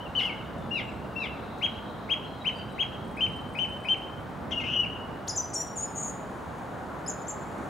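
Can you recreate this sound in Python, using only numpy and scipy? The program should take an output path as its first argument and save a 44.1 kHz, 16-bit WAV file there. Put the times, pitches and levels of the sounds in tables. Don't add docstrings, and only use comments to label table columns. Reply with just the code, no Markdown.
import sys
import numpy as np
from scipy import signal
from scipy.fft import rfft, irfft, next_fast_len
from scipy.io import wavfile
from scipy.ndimage import uniform_filter1d, map_coordinates

SR = 44100
rng = np.random.default_rng(int(sys.argv[2]) if len(sys.argv) > 2 else 0)


def wrap_up_sound(samples):
    columns = np.atleast_2d(samples).T
    tamed = np.clip(columns, -1, 1)
    steps = np.round(tamed * 32767).astype(np.int16)
    wavfile.write(sys.argv[1], SR, steps)


def level_to_linear(level):
    exponent = np.asarray(level, float) / 20
    return 10 ** exponent


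N = 339129

# t/s, centre f/Hz, level/dB, shake depth/1
LOW_TRILL = [
    (4.638, 2640, -40, 1),
    (4.68, 2746, -34.5, 0.8),
    (4.72, 2905, -33.5, 0.57),
    (4.755, 2894, -28.5, 0.65),
    (4.775, 2892, -28.5, 0.17),
    (4.8, 2918, -23, 0.1),
    (4.822, 2870, -35, 0.18),
    (4.84, 2807, -29, 0.2),
    (4.853, 2250, -46, 0.3),
]
# t/s, centre f/Hz, level/dB, shake depth/1
HIGH_TRILL = [
    [(5.953, 6580, -39, 0.65), (5.975, 6800, -38.5, 0.76), (6.04, 6880, -36.5, .95),
     (6.07, 6750, -43.5, 0.9), (6.103, 6850, -38, 0.94)],
    [(5.953, 8450, -55, 0.65), (6.0, 8400, -50, 0.96), (6.05, 8940, -54.5, 1), (6.103, 8560, -55.5, 0.87)],
]
# f/Hz, level of difference/dB
PORT_DIFFERENCE = [(6000, -30.5), (8500, -17), (10500, -7), (13000, 5)]


def blackbird():
    low_trill = song([LOW_TRILL], fast=(185, 290), beat=.35, flutter_db=2.2)
    high_trill = song(HIGH_TRILL, fast=(335, 270), slow=(60, 210), beat=.15, flutter_db=2.2)
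    flute = coupled(song(fluted()) + low_trill, sum_db=-29.5) + rasp()
    twitter = coupled(song(thin(), fade=.001) + high_trill, sum_db=-26.0)
    low = grove(flute, direct_db=-0.66, walls_db=1.0, tail_db=-11.0, lean_db=7.5, alike=0.8)
    high = grove(twitter, direct_db=-1.5, walls_db=-2.5, tail_db=-7.0, lean_db=4.0, alike=0.97, bough_db=-3.5)
    both = low + high
    difference = filtered(both.mean(0), lambda f: 1j * level_to_linear(along(PORT_DIFFERENCE, f)))
    return both + np.outer([1, -1], difference)


# t/s, top f/Hz, level/dB
ARCHES = [
    (1.613, 3275, -24),
    (2.09, 3290, -24),
    (2.445, 3137, -24.5),
    (2.781, 3265, -25),
]
# t/s, top f/Hz, level/dB, stay/s, answer t/s
DROOPS = [
    (.708, 2827, -29, .018, .735),
    (1.155, 2717, -32.5, .028, 1.188),
]
# plateau t/s, plateau f/Hz, level/dB
STEPPED = [
    (3.208, 3085, -27.5),
    (3.588, 3065, -27),
    (3.886, 3105, -27),
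]
# t/s, f/Hz, level/dB
OPENING = [
    [(.004, 2910, -46), (.025, 3100, -52), (.05, 3040, -53), (.072, 2700, -45)],
    [(.152, 2866, -31), (.165, 3096, -26.5), (.185, 2960, -27), (.197, 2820, -24.5), (.205, 2190, -49),
     (.213, 2140, -26.5)],
    [(.163, 4345, -58.5), (.175, 4640, -57), (.19, 4360, -53), (.2, 3600, -39.5), (.21, 3150, -37),
     (.222, 2860, -23)],
    [(.228, 2870, -48), (.235, 3340, -34.5), (.25, 2980, -33), (.275, 2760, -33.5), (.291, 2570, -42),
     (.3, 2225, -35.5), (.33, 2080, -48)],
]
# t/s, f/Hz, level/dB
RUN_UP = [
    (4.519, 3350, -32),
    (4.53, 2925, -32.5),
    (4.538, 2785, -35),
    (4.57, 2850, -31),
    (4.595, 2860, -30),
    (4.604, 2510, -35.5),
]
# t/s, length/s, f/Hz, slide/Hz, level/dB
PIPS = [
    (.225, .027, 2120, 50, -42),
    (4.51, .018, 2130, 119.5, -45),
    (4.606, 0.031, 2140, -50, -39),
]


def fluted():
    slack_hz = 2020
    answer_hz = 4010
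    lead_hz = 2530
    notes = []
    for s, hz, db in ARCHES:
        notes.append(swoop((.034, 0, .02), (-19.5, -15.5), s, slack_hz, hz, slack_hz, db))
    for s, hz, db, stay, answer_s in DROOPS:
        notes.append(swoop((.013, stay, .064), (-20, -6.5), s, .95 * hz, hz, slack_hz, db))
        notes.append(swoop((.02, 0, .066), (-23, 9.5), answer_s, .95 * answer_hz, answer_hz, 2750, -48.5))
    for s, hz, db in STEPPED:
        notes.append(swoop((.011, .018, .007), (-5, 2), s - .039, slack_hz, lead_hz, .94 * lead_hz, db - 11.5))
        notes.append(swoop((.006, .042, .016), (0, -16), s, .88 * hz, hz, slack_hz, db))
    return notes + OPENING + [RUN_UP] + whistles(PIPS)


# t/s, from f/Hz, top f/Hz, held f/Hz, hold/s
FLICKS = [
    (5.276, 2890, 7200, 5020, 0.0099),
    (5.356, 5630, 7390, 6006, .03),
]
# t/s, from f/Hz, top f/Hz, end f/Hz, level/dB
CHIRPS = [
    (7.077, 6400, 7240, 6200, -32),
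    (7.281, 6640, 7490, 6070, -34),
]
# t/s, f/Hz, level/dB
DUET = [
    (5.535, 4860, -44),
    (5.542, 6600, -35),
    (5.547, 7220, -34),
    (5.556, 5595, -31.5),
    (5.595, 5654, -33),
    (5.62, 5880, -34.5),
]
# t/s, f/Hz, level/dB
WARBLE = [
    (5.758, 7000, -45),
    (5.765, 7400, -40.5),
    (5.777, 6870, -34.5),
    (5.786, 6380, -34.5),
    (5.799, 6770, -35.5),
    (5.83, 6940, -34.5),
    (5.86, 6900, -40),
]
# t/s, length/s, f/Hz, slide/Hz, level/dB
HIGH_PIPS = [
    (7.063, 0.0087, 5110, 199, -39),
    (7.27, 0.0055, 6160, 138, -45),
]


def thin():
    notes = []
    for s, low, top, held, hold in FLICKS:
        notes.append(swoop((.012, 0, .0105), (-14, 0.5), s, low, top, held, -30.5, hold))
    for row in CHIRPS:
        notes.append(swoop((.008, 0, .022), (-8, -3.5), *row))
    duet_upper = np.array(DUET) * [1, 1.255, 1] + [-.004, 0, -5.5]
    warble_upper = np.array(WARBLE) * [1, 1.285, 1] + [0, 0, -14]
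    return notes + [DUET, duet_upper, WARBLE, warble_upper] + whistles(HIGH_PIPS)


def swoop(timing, ends_db, s, from_hz, top_hz, land_hz, db, hold=0):
    rise, stay, fall = timing
    t = np.arange(0, rise + stay + fall + hold, .001)
    short = 1 - np.sin(np.pi / 2 * np.clip(t / rise, 0, 1))
    sunk = 1 - np.cos(np.pi / 2 * np.clip((t - rise - stay) / fall, 0, 1))
    hz = top_hz - (top_hz - from_hz) * short - (top_hz - land_hz) * sunk
    level = db + ends_db[0] * short + ends_db[1] * sunk ** 0.71
    return np.transpose([s + t, hz, level])


def whistles(rows):
    notes = []
    for s, length, hz, slide, db in rows:
        notes.append([(s, hz - slide / 2, db - 4),
                      (s + length / 2, hz, db),
                      (s + length, hz + slide / 2, db - 4)])
    return notes


OVERTONES = [-49, -47]
# f/Hz, level/dB
BEAK = [(4000, -1.5), (4950, 5), (5500, -6.5), (9000, -3), (10200, 9), (11300, -10), (12700, -9),
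        (16000, -14)]


def song(notes, fast=(0, 0), slow=(0, 0), beat=0, flutter_db=1.0, fade=.002):
    out = np.zeros(N + SR)
    for rows in notes:
        start = rows[0][0] - fade
        t = start + np.arange(round((rows[-1][0] + fade - start) * SR)) / SR
        size = len(t)
        hz, db, *depth = curves(rows, t)
        hz = uniform_filter1d(hz, 110, mode="nearest")
        hz = hz * (1 + .004 * wobble(200, size))
        edges = np.clip(np.minimum(t - start, t[-1] - t) / fade, 0, 1) ** 2
        gain = level_to_linear(db + flutter_db * wobble(148, size)) * edges
        if depth:
            rate = fast[0] * (1 + .09 * wobble(60, size))
            shake = np.clip(depth[0], 0, 1) * np.sin(2 * np.pi * np.cumsum(rate) / SR)
            hz = hz + fast[1] * shake + slow[1] * np.sin(2 * np.pi * slow[0] * t)
            gain = gain * (1 + beat * shake)
        phase = 2 * np.pi * np.cumsum(hz) / SR
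        tone = np.sin(phase)
        for k, level in enumerate(OVERTONES, start=3):
            rough = level_to_linear(3 * wobble(200, size))
            audible = k * hz < SR / 2.5
            tone += level_to_linear(level + along(BEAK, k * hz)) * rough * audible * np.sin(k * phase)
        out[round(start * SR):][:size] += np.sqrt(2) * gain * tone
    return out[:N]


def coupled(x, sum_db):
    z = signal.hilbert(x, next_fast_len(N))[:N]
    hoarse = level_to_linear(3 * wobble(250)) * np.exp(1.2j * wobble(200))
    envelope = uniform_filter1d(np.abs(z), 400) + 1e-4
    sum_tones = (z * z * hoarse).real / envelope
    return x + level_to_linear(sum_db) * filtered(sum_tones, lambda f: level_to_linear(along(BEAK, f)))


# t/s, length/s, level/dB
BREATHY = [
    (.188, 0.084, -57.5),
    (.77, 0.045, -61),
    (1.205, .06, -63.5),
]
# t/s, length/s, level/dB
SCRAPE = [
    (4.506, 0.035, -46.5),
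    (4.598, 0.025, -45),
    (4.64, 0.097, -52),
]
# t/s, length/s, level/dB
WHEEZE = [
    (.18, 0.097, -67),
    (5.269, .027, -57),
    (5.354, .04, -67),
    (5.54, .095, -60),
    (5.762, .044, -66),
    (5.955, 0.17, -70),
    (7.095, .036, -80),
    (7.273, 0.049, -68),
]


def rasp():
    t = np.arange(N) / SR
    out = np.zeros(N)

    def air(hz, width):
        return unit(filtered(rng.standard_normal(N), lambda f: resonance(f, hz, width) ** 4))

    scrape = air(2900, 1604) + level_to_linear(-12.5) * air(2 * 2900, 2400)
    for bursts, noise in (BREATHY, air(4720, 3820)), (SCRAPE, scrape), (WHEEZE, air(9000, 9000)):
        for s, length, db in bursts:
            out += noise * level_to_linear(db) * np.clip(np.minimum(t - s, s + length - t) / 0.0057, 0, 1)
    return out * level_to_linear(1.9 * wobble(250))


# f/Hz, T60/s
GROVE = [(1500, 0.95), (3000, 0.92), (6500, 0.4), (10000, 0.74)]
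# delay t/s, level/dB
WALLS = [
    (0.013, -5.5),
    (.034, -12),
    (.055, -19),
    (.085, -26.5),
    (.13, -17),
]


def grove(x, direct_db, walls_db, tail_db, lean_db, alike, bough_db=-11):
    hz, t, z = signal.stft(rng.standard_normal((2, SR)), SR, nperseg=256)
    rise = 1 - np.exp(-t / 0.0031)
    decay = level_to_linear(-60 * t / along(GROVE, hz)[:, None])
    tail = signal.istft(z * rise * decay, SR, nperseg=256)[1][:, :SR]
    tail = tail * level_to_linear(tail_db) / np.linalg.norm(tail[0])
    t = np.arange(SR) / SR
    spread = .008
    bumps = sum(level_to_linear(walls_db + db) * np.exp(-.5 * ((t - delay) / spread) ** 2) for delay, db in WALLS)
    a, b = tail + bumps * rng.standard_normal((2, SR)) / np.sqrt(2 * spread * SR)
    turn = np.arccos(np.clip(alike, -1, 1)) / 2
    paths = np.cos(turn) * a + np.sin(turn) * np.outer([1, -1], b)
    paths[:, 0] += level_to_linear(direct_db + np.array([lean_db, -lean_db]) / 2)
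    paths[:, round(.00345 * SR)] += level_to_linear(direct_db + bough_db)
    return signal.fftconvolve(x[None], paths, axes=1)[:, :N]


# t/s, length/s, f/Hz, slide/Hz, level/dB
FAR = [
    (.43, 0.052, 3640, -60, -65),
    (.58, .07, 3560, -120, -62),
    (.83, 0.15, 7650, 144, -73),
    (2.24, 0.15, 4122, 40, -63.5),
    (2.41, .025, 3860, 0, -50.5),
    (2.545, 0.063, 4670, -83, -57),
    (2.7, .09, 3910, -60, -60),
    (5.79, 0.097, 5100, 350, -63),
]
# t/s, level/dB
CHORUS = [
    (0, -68.5),
    (1.1, -68),
    (1.4, -59),
    (2.05, -62),
    (2.15, -64),
    (3.6, -69.5),
    (5, -86.5),
    (6, -73.5),
    (7.69, -74),
]
# f/Hz, left-right likeness/1
ALIKE = [(40, .96), (90, .94), (180, .87), (350, .73), (700, .69), (1400, .65), (3000, .6), (6000, .7)]


def far_birds():
    calls = song(whistles(FAR), flutter_db=4.0, fade=.011)
    calls = grove(calls, direct_db=-0.5, walls_db=-6, tail_db=-4.0, lean_db=0, alike=.6)
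    band = [(2900, -40), (3400, -5), (3900, 0), (4200, -5), (4700, -40)]  # f/Hz, level/dB
    blur = rush(band, ALIKE, patchy_db=1.5)
    blur_db, = curves(CHORUS, np.arange(N) / SR)
    return calls + level_to_linear(blur_db + wobble(7.7)) * blur


# t/s, level/dB
TRAFFIC = [
    (0.0, -42),
    (1.16, -43),
    (1.28, -41.5),
    (2.63, -43),
    (5.48, -42),
    (7.69, -39),
]
# f/Hz, level/dB per Hz
RUMBLE = [(12, -62), (20, -33.5), (65, -1.5), (208, 0.5), (238, -1.5), (352, -10), (403, -13), (500, -9.5),
          (650, -12.5), (1100, -120)]
# f/Hz, level/dB per Hz
ROAR = [(150, -22.5), (250, -4), (537, -5), (601, -4), (772, -3), (1450, -10), (2540, -25), (2920, -31.5),
        (5000, -46), (6500, -64), (11000, -120)]


def town():
    roar_db, = curves(TRAFFIC, np.arange(N) / SR)
    rumble = level_to_linear(-41.5 + 1.0 * wobble(1.52)) * rush(RUMBLE, ALIKE, patchy_db=0.23)
    roar = level_to_linear(roar_db + 1.5 + 0.35 * wobble(4.04)) * rush(ROAR, ALIKE, patchy_db=0.74)
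    return rumble + roar


# f/Hz, level/dB
WHINE = [(12500, -93), (14050, -90), (14815, -94), (15563, -92)]
# f/Hz, level/dB per Hz
HISS = [(1760, -28), (3000, -0.5), (3380, -3.5), (5330, -12), (9330, -16.5), (13200, -18.5), (15100, -19.5),
        (16000, -11)]
# f/Hz, left-right likeness/1
PORTS = [(3000, .65), (6000, 0.85), (8000, 0.87), (10000, .52), (12500, 0.27), (15000, .18)]


def camera():
    t = np.arange(N) / SR
    motors = focus_motor() + zoom_motor() + settle()
    whine = np.zeros(N)
    for hz, db in WHINE:
        whine += level_to_linear(db + 2.5 * wobble(8)) * np.sin(2 * np.pi * hz * t + .8 * wobble(30))
    hiss = level_to_linear(-59.5) * rush(HISS, PORTS, patchy_db=.3)
    return motors * level_to_linear([[.8], [-.8]]) + whine + hiss


# first t/s, last t/s, level/dB
HUNTS = [
    (2.53, 2.58, -57),
    (2.73, 2.77, -49),
    (3.042, 3.41, -52),
    (3.486, 3.98, -52.5),
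    (4.199, 4.2, -55.5),
]
# f/Hz, width/Hz, level/dB
BARREL = [(8020, 590, 1), (9500, 900, -2.5), (10800, 1100, -12)]


def focus_motor():
    t = np.arange(N) / SR
    scrape = np.zeros(N)
    frame_s, step_s, slip_s = .0401, .016, .004
    steps = [(s, db) for first, last, db in HUNTS for s in np.arange(first, last, frame_s)]
    stroke = 0.71 + np.exp(-t[:round(step_s * SR)] / 0.0025)
    for (s, db), (slip, size) in zip(steps, rng.standard_normal((len(steps), 2))):
        start = round((s + slip_s * slip) * SR)
        scrape[start:][:len(stroke)] += level_to_linear(db - 2.5 + 2.5 * size) * stroke

    def shell(f):
        return sum((-1) ** k * level_to_linear(db) * resonance(f, hz, w) for k, (hz, w, db) in enumerate(BARREL))

    return filtered(scrape * rng.standard_normal(N) * level_to_linear(1.5 * wobble(300)), shell)


# t/s, level/dB
ZOOM = [
    (0, -92),
    (5.3, -86),
    (5.8, -68),
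    (6.9, -69),
    (7.5, -66),
    (7.69, -64),
]
# f/Hz, level/dB per Hz
GEARS = [(4000, -28), (5500, -4), (6800, 6), (8000, -2), (9400, -3), (10800, -5.5), (12500, -12.5),
         (15000, -28.5)]


def zoom_motor():
    t = np.arange(N) / SR
    whir = unit(filtered(rng.standard_normal(N), lambda f: level_to_linear(along(GEARS, f))))
    whir += level_to_linear(-10) * np.sin(2 * np.pi * 9475 * t + 1.5 * wobble(60))
    return level_to_linear(curves(ZOOM, t)[0] + wobble(12)) * whir


def settle():
    since = (np.arange(N) / SR - .582) % 1
    noise = unit(filtered(rng.standard_normal(N), lambda f: resonance(f, 6800, 4000) ** 2))
    return level_to_linear(-63 - 60 * since / .1) * noise


# f/Hz, left minus right level/dB
LEAN = [(60, -4.5), (180, -3), (550, 1), (1650, 0.5), (4970, -0.5), (15000, 0.5)]


def rush(spectrum, alike, patchy_db):
    z = signal.stft(rng.standard_normal((2, N)), nperseg=512)[2]
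    field = uniform_filter1d(rng.standard_normal(z.shape[1:]), 6, 0)
    field = uniform_filter1d(field, 14, 1)
    pair = signal.istft(z * level_to_linear(patchy_db * unit(field)), nperseg=512)[1][:, :N]

    def mid_side(hz):
        turn = np.arccos(np.clip(along(alike, hz), -1, 1)) / 2
        return level_to_linear(along(spectrum, hz)) * [np.cos(turn), np.sin(turn)]

    mid, side = filtered(pair, mid_side)
    both = np.array([mid + side, mid - side])
    both = filtered(both, lambda hz: level_to_linear(along(LEAN, hz) * [[.5], [-.5]]))
    return both / np.sqrt(np.mean(both ** 2))


def resonance(f, hz, width):
    return 1j * f * width / (hz * hz - f * f + 1j * f * width)


def filtered(x, response):
    m = next_fast_len(N + SR // 2)
    return irfft(rfft(x, m) * response(np.fft.rfftfreq(m, 1 / SR)), m)[..., :N]


def wobble(rate, size=N):
    knots = rng.standard_normal(int(size * rate / SR) + 4)
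    return map_coordinates(knots, [np.arange(size) * rate / SR])


def curves(rows, t):
    s, *cols = np.transpose(rows)
    return [np.interp(t, s, c) for c in cols]


def along(points, hz):
    f, v = np.transpose(points)
    return np.interp(np.log(hz + 1), np.log(f + 1), v)


def unit(x):
    return x / np.sqrt(np.mean(x ** 2) + 1e-20)


def scene():
    return blackbird() + far_birds() + town() + camera()


def roll_off(x):
    return signal.sosfilt(signal.butter(12, 16180, fs=SR, output="sos"), x)


def record(dry):
    mix = filtered(dry, lambda hz: hz < 15780)
    return roll_off(mix)


dry = scene()
out = record(dry)
wrap_up_sound(out)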